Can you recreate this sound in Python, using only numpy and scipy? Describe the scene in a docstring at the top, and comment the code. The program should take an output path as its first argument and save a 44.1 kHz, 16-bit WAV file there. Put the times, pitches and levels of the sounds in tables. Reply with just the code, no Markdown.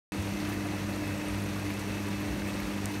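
"""A hot tub runs outdoors at night, heard from beside its rim. After a short silence it cuts in at once:
the pump's hum (wobbling tones), rumbling water and rushing jets (coloured noise), bubbles and fizzing
foam (many damped sines). Soon big gulps of air (low swells) heave the surface and spray patters back
(short noise bursts). From half a second on, tiny bubbles ring now and then (narrow noise bursts).
Near the end one drop ticks sharply close by (a click and a very short ring)."""
import sys
import numpy as np
from scipy import signal
from scipy.fft import rfft, irfft
from scipy.io import wavfile

SR = 44100
rng = np.random.default_rng(int(sys.argv[2]) if len(sys.argv) > 2 else 0)


def put_to_file(sound):
    """Save the sound as 16-bit audio at rate SR, in the file named by the first command-line argument."""
    columns = np.atleast_2d(sound).T  # one column per channel
    safe = np.clip(columns, -1, 1)
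    whole_steps = np.round(safe * 32767)
    wavfile.write(sys.argv[1], SR, whole_steps.astype(np.int16))


N = 132300  # length in samples: 3 seconds
TIME = np.arange(N) / SR  # seconds
BINS_HZ = np.arange(N // 2 + 1) * SR / N  # frequencies of the spectrum


def undb(db):
    """Turn decibels into a gain to multiply by."""
    return 10 ** (np.asarray(db) / 20)


def level(x, db):
    """Set the average (rms) level over the whole length, in dB."""
    return x * undb(db) / np.sqrt(np.mean(x ** 2))


def colour(x, points):
    """Filter a sound by a curve of (Hz, dB) points, joined by straight lines over log frequency."""
    hz, db = np.array(points, float).T
    curve_db = np.interp(np.log(np.maximum(BINS_HZ, 1)), np.log(hz), db)
    return irfft(rfft(x) * undb(curve_db), N)


def ring(hz, width_hz):
    """A resonance driven by turbulence: noise in a narrow band around one pitch, rms 1."""
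    off = (BINS_HZ - hz) / width_hz
    spectrum = rfft(rng.standard_normal(N)) / (1 + 2 * off ** 2)
    return level(irfft(spectrum, N), 0)


def walk(rate):
    """A slow random wander with spread 1; a higher rate (Hz) wanders faster."""
    return ring(0, rate)


def grains(per_s, low_hz, high_hz, cycles, rise, spread_db):
    """Bubbles at random times: damped sines that glide up, most of them weak and a few strong."""
    out = np.zeros(N)
    for when, size, strength in rng.random((int(per_s * N / SR), 3)):
        hz = low_hz * (high_hz / low_hz) ** size
        start = int(when * N)
        length = min(int(cycles * SR / hz) + 2, N - start)
        age = np.arange(length) * hz / SR / cycles  # runs from 0 to about 1
        gain = undb(spread_db * min(-np.log(1 - strength), 5.5))
        gain *= np.sqrt(hz)  # high bubbles are shorter, so this evens out the energy
        fade = np.exp(-np.log(1000) * age)  # down 60 dB at age 1
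        tone = np.sin(2 * np.pi * cycles * age * (1 + rise * age / 2))
        out[start:start + length] += gain * fade * tone
    return out


def burst(start_s, attack_s, decay_s):
    """An envelope with a straight attack and an exponential decay."""
    age = TIME - start_s
    return np.clip(age / attack_s, 0, 1) * np.exp(-np.maximum(age - attack_s, 0) / decay_s)


HUM_HZ = 100.16  # lowest partial: twice the mains rate
HUM_WOBBLE = 0.053  # typical phase wobble of each partial, in cycles
HUM_BASS_GAIN_DB, HUM_THIRD_GAIN_DB = 0.5, 0.5  # added to the two level curves below
# How the hum's lowest partial swells and dips.
# Each row: time in seconds, level in dB before its gain.
HUM_BASS_CURVE = [(0.15, -52), (0.19, -36.5), (0.33, -42), (0.36, -51), (0.49, -39.5), (1.04, -41),
                  (1.1, -36.5), (1.24, -47.5), (1.39, -35), (1.42, -39.5), (2.29, -40.5), (2.4, -54),
                  (2.43, -42), (2.57, -40.5), (2.63, -49.5), (2.88, -37.5), (2.93, -52), (3.0, -38.5)]
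# How the hum's third partial swells and dips.
# Each row: time in seconds, level in dB before its gain.
HUM_THIRD_CURVE = [(0.15, -40.5), (0.3, -45), (0.42, -38), (0.94, -43), (0.97, -37), (1.18, -43),
                   (1.22, -37.5), (1.36, -39), (1.39, -50), (1.48, -37), (1.59, -44.5), (1.67, -36),
                   (1.77, -47), (1.81, -42.5), (2.84, -40), (2.86, -56), (2.92, -36.5), (3.0, -40.5)]
# Even partials of the hum.
# Each row: multiple of the hum's pitch, level of the tone in dB, flutter as a share of the tone.
HUM_EVEN = [(2, -40, 0.15), (4, -55, 0.35)]
# Narrow rings of pump and pipes.
# Each row: pitch in Hz, width in Hz, level in dB.
PIPE_RINGS = [(342, 13, -51), (580.5, 1.65, -54.5), (965, 32, -57), (1178, 18, -61.5), (1232, 7.1, -63),
              (2150, 220, -70.5), (2600, 48, -53.5), (3366, 40, -74)]


def hum_tone(multiple):
    """One partial of the hum, rms 1, whose phase wanders a little."""
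    cycles = multiple * HUM_HZ * TIME + rng.random() + HUM_WOBBLE * walk(rate=3.4)
    return np.sqrt(2) * np.cos(2 * np.pi * cycles)


def swell(curve, gain_db):
    """Follow a level curve over time."""
    seconds, db = np.array(curve).T
    return undb(np.interp(TIME, seconds, db) + gain_db)


def pump():
    """A hum whose partials wobble, two of them swelling and dipping, and narrow rings of the pipework."""
    out = swell(HUM_BASS_CURVE, HUM_BASS_GAIN_DB) * hum_tone(1)
    out += swell(HUM_THIRD_CURVE, HUM_THIRD_GAIN_DB) * hum_tone(3)
    for multiple, db, flutter in HUM_EVEN:
        out += undb(db) * (hum_tone(multiple) + flutter * ring(multiple * HUM_HZ, width_hz=6.8))
    for hz, width_hz, db in PIPE_RINGS:
        out += undb(db) * ring(hz, width_hz)
    return out


CHURN_DB, CHURN_SWING_DB = -40, 0.5  # rumble level, typical surge
GULP_S = 0.022  # spread of each gulp's bell-shaped swell, in seconds
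# Tone of the churning water.
# Each row: frequency in Hz, relative strength in dB per Hz.
CHURN_COLOUR = [(20, -42), (31, -31), (43, -5), (62, 2.5), (76, -3.5), (95, -1.5), (125, -1), (175, 1),
                (235, -2), (310, -1), (400, -9), (600, -15.5), (1200, -36.5)]
# Big gulps of air that heave the surface.
# Each row: middle in seconds, pitch in Hz, height of the swell in dB.
AIR_GULPS = [(0.199, 81, -34), (1.34, 60, -36.5), (1.458, 58, -37), (1.69, 62, -42), (1.909, 62, -41),
             (2.322, 61, -37), (2.55, 55, -50), (2.66, 57.5, -39), (2.87, 52, -41)]


def churn():
    """The surging rumble of the water is low noise; each big gulp of air is a brief low tone."""
    rumble = colour(rng.standard_normal(N), CHURN_COLOUR)
    out = level(rumble * undb(CHURN_SWING_DB * walk(rate=3.6)), CHURN_DB)
    for middle_s, hz, db in AIR_GULPS:
        age = TIME - middle_s
        bell = np.exp(-(age / GULP_S) ** 2 / 2)
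        out += undb(db) * bell * np.sin(2 * np.pi * hz * age)
    return out


RUSH_DB, RUSH_SWING_DB = -42.5, 0.56  # rush level, typical flicker
BUBBLE_DB, GURGLE_DB = -49, -52
# Tone of the rushing jets and their small bubbles.
# Each row: frequency in Hz, relative strength in dB per Hz.
RUSH_COLOUR = [(200, -23), (450, 3.5), (700, 0.5), (1350, -2), (2050, 0), (2400, -2.5), (2800, -3.5),
               (3100, -10), (4600, -9.5), (4950, -13), (5900, -10), (7600, -16.5), (8400, -13), (9700, -21),
               (10350, -22), (11100, -20.5), (12300, -17.5), (14000, -25), (16000, -58)]


def jets():
    """Aerated water rushes, thick with small bubbles; fewer large ones ring longer and gurgle."""
    rush = colour(rng.standard_normal(N), RUSH_COLOUR) * undb(RUSH_SWING_DB * walk(rate=59))
    bubbles = grains(per_s=600, low_hz=389, high_hz=4600, cycles=16.3, rise=0.069, spread_db=2.0)
    bubbles = colour(bubbles, RUSH_COLOUR)
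    gurgles = grains(per_s=150, low_hz=456, high_hz=2450, cycles=35, rise=0.12, spread_db=2.8)
    return level(rush, RUSH_DB) + level(bubbles, BUBBLE_DB) + level(gurgles, GURGLE_DB)


FOAM_DB, FOAM_SWING_DB = -53, 1.2  # fizz level before its flicker, typical flicker
PING_DECAY_S, PING_WIDTH_HZ = 0.007, 1300
# Tone of the bursting foam.
# Each row: frequency in Hz, relative strength in dB per Hz.
FOAM_COLOUR = [(800, -18), (2500, 4.5), (4500, 3), (5000, -2), (6000, 3.5), (7600, -8.5), (8500, -2.5),
               (9700, 4), (10350, -8), (11200, 5), (13500, -18), (16000, -44)]
# Tiny bubbles that ring.
# Each row: start in seconds, pitch in Hz, strength in dB before it is halved.
BUBBLE_PINGS = [(.537, 13300, -43), (1.175, 7400, -42), (1.283, 8800, -39.5), (1.703, 13200, -43),
                (2.203, 12400, -45), (2.600, 12700, -41)]


def foam():
    """Foam crackles all the time as tiny bubbles burst, and single ones ring out of it."""
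    fizz = grains(per_s=3000, low_hz=2700, high_hz=15600, cycles=11, rise=0.13, spread_db=3.5)
    out = level(colour(fizz, FOAM_COLOUR), FOAM_DB) * undb(FOAM_SWING_DB * walk(rate=37))
    for start_s, hz, db in BUBBLE_PINGS:
        out += undb(db) * burst(start_s, .001, PING_DECAY_S) * ring(hz, PING_WIDTH_HZ) / 2
    return out


SPRAY_ATTACK_S, SPRAY_DECAY_S = 0.0015, 0.019
SPRAY_SKIRT_DB = -13  # how far a shower's tone has dropped one octave above its brightest pitch
# Splashes and spray that fall back.
# Each row: start in seconds, level in dB before the burst shape, brightest frequency in Hz.
SPRAY_SHOWERS = [(.22, -47, 6000), (.398, -45, 4200), (0.449, -40, 2000), (.487, -48, 12000),
                 (.517, -46, 4000), (0.711, -48, 3000), (.79, -53, 3500), (.895, -41, 905),
                 (.95, -59, 4500), (1.38, -51, 4500), (1.497, -49, 4200), (1.645, -52, 3800),
                 (1.792, -46.5, 7500), (2.102, -47, 3500), (2.395, -47, 900), (2.476, -49, 8000),
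                 (2.59, -50, 4200), (2.63, -48, 4000), (2.66, -47, 1100), (2.912, -52, 9000),
                 (2.937, -44.5, 4300)]


def spray():
    """Short showers of droplets patter back onto the water: bursts of spiky noise, dull or bright."""
    patter = rng.standard_normal(N) * np.sqrt(rng.exponential(size=N))
    out = np.zeros(N)
    for start_s, db, hz in SPRAY_SHOWERS:
        far_db = 2 * SPRAY_SKIRT_DB
        tone = [(hz / 5, far_db), (hz, 0), (hz * 2, SPRAY_SKIRT_DB), (hz * 5, far_db)]
        shower = level(colour(patter, tone), 0)
        out += undb(db) * burst(start_s, SPRAY_ATTACK_S, SPRAY_DECAY_S) * shower
    return out


TICK_S, TICK_DECAY_S = 2.8575, 0.00068  # start, decay of the ring
TICK_DB = -64  # level of the snap, averaged over the whole length
TICK_RING_HZ, TICK_RING_DB = 9400, -29
# Tone of the drop's tick.
# Each row: frequency in Hz, relative strength in dB per Hz.
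TICK_COLOUR = [(1500, -14), (3800, -11), (5000, 0), (7500, 3), (11500, -5), (14500, -8), (16000, -16)]


def drop():
    """One drop snaps close by, a single filtered click, and leaves a very short ring."""
    click = np.zeros(N)
    click[int(TICK_S * SR)] = 1
    snap = level(colour(click, TICK_COLOUR), TICK_DB)
    tail = burst(TICK_S, .0003, TICK_DECAY_S) * np.sin(2 * np.pi * TICK_RING_HZ * (TIME - TICK_S))
    return snap + undb(TICK_RING_DB) * tail


def scene():
    """Pump, water, foam, spray and drop together, as one channel."""
    return (pump() + churn() + jets() + foam() + spray() + drop())[None]


START_S = .12  # silence until here
TOP_HZ = 15650  # treble above this is removed


def record(dry):
    """The sound cuts in abruptly, and a steep filter cuts off the top treble."""
    opened = np.clip((TIME - START_S) / .001, 0, 1)
    top_cut = signal.ellip(10, .2, 80, TOP_HZ, fs=SR, output="sos")
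    return signal.sosfilt(top_cut, dry * opened)


dry = scene()
out = record(dry)
put_to_file(out)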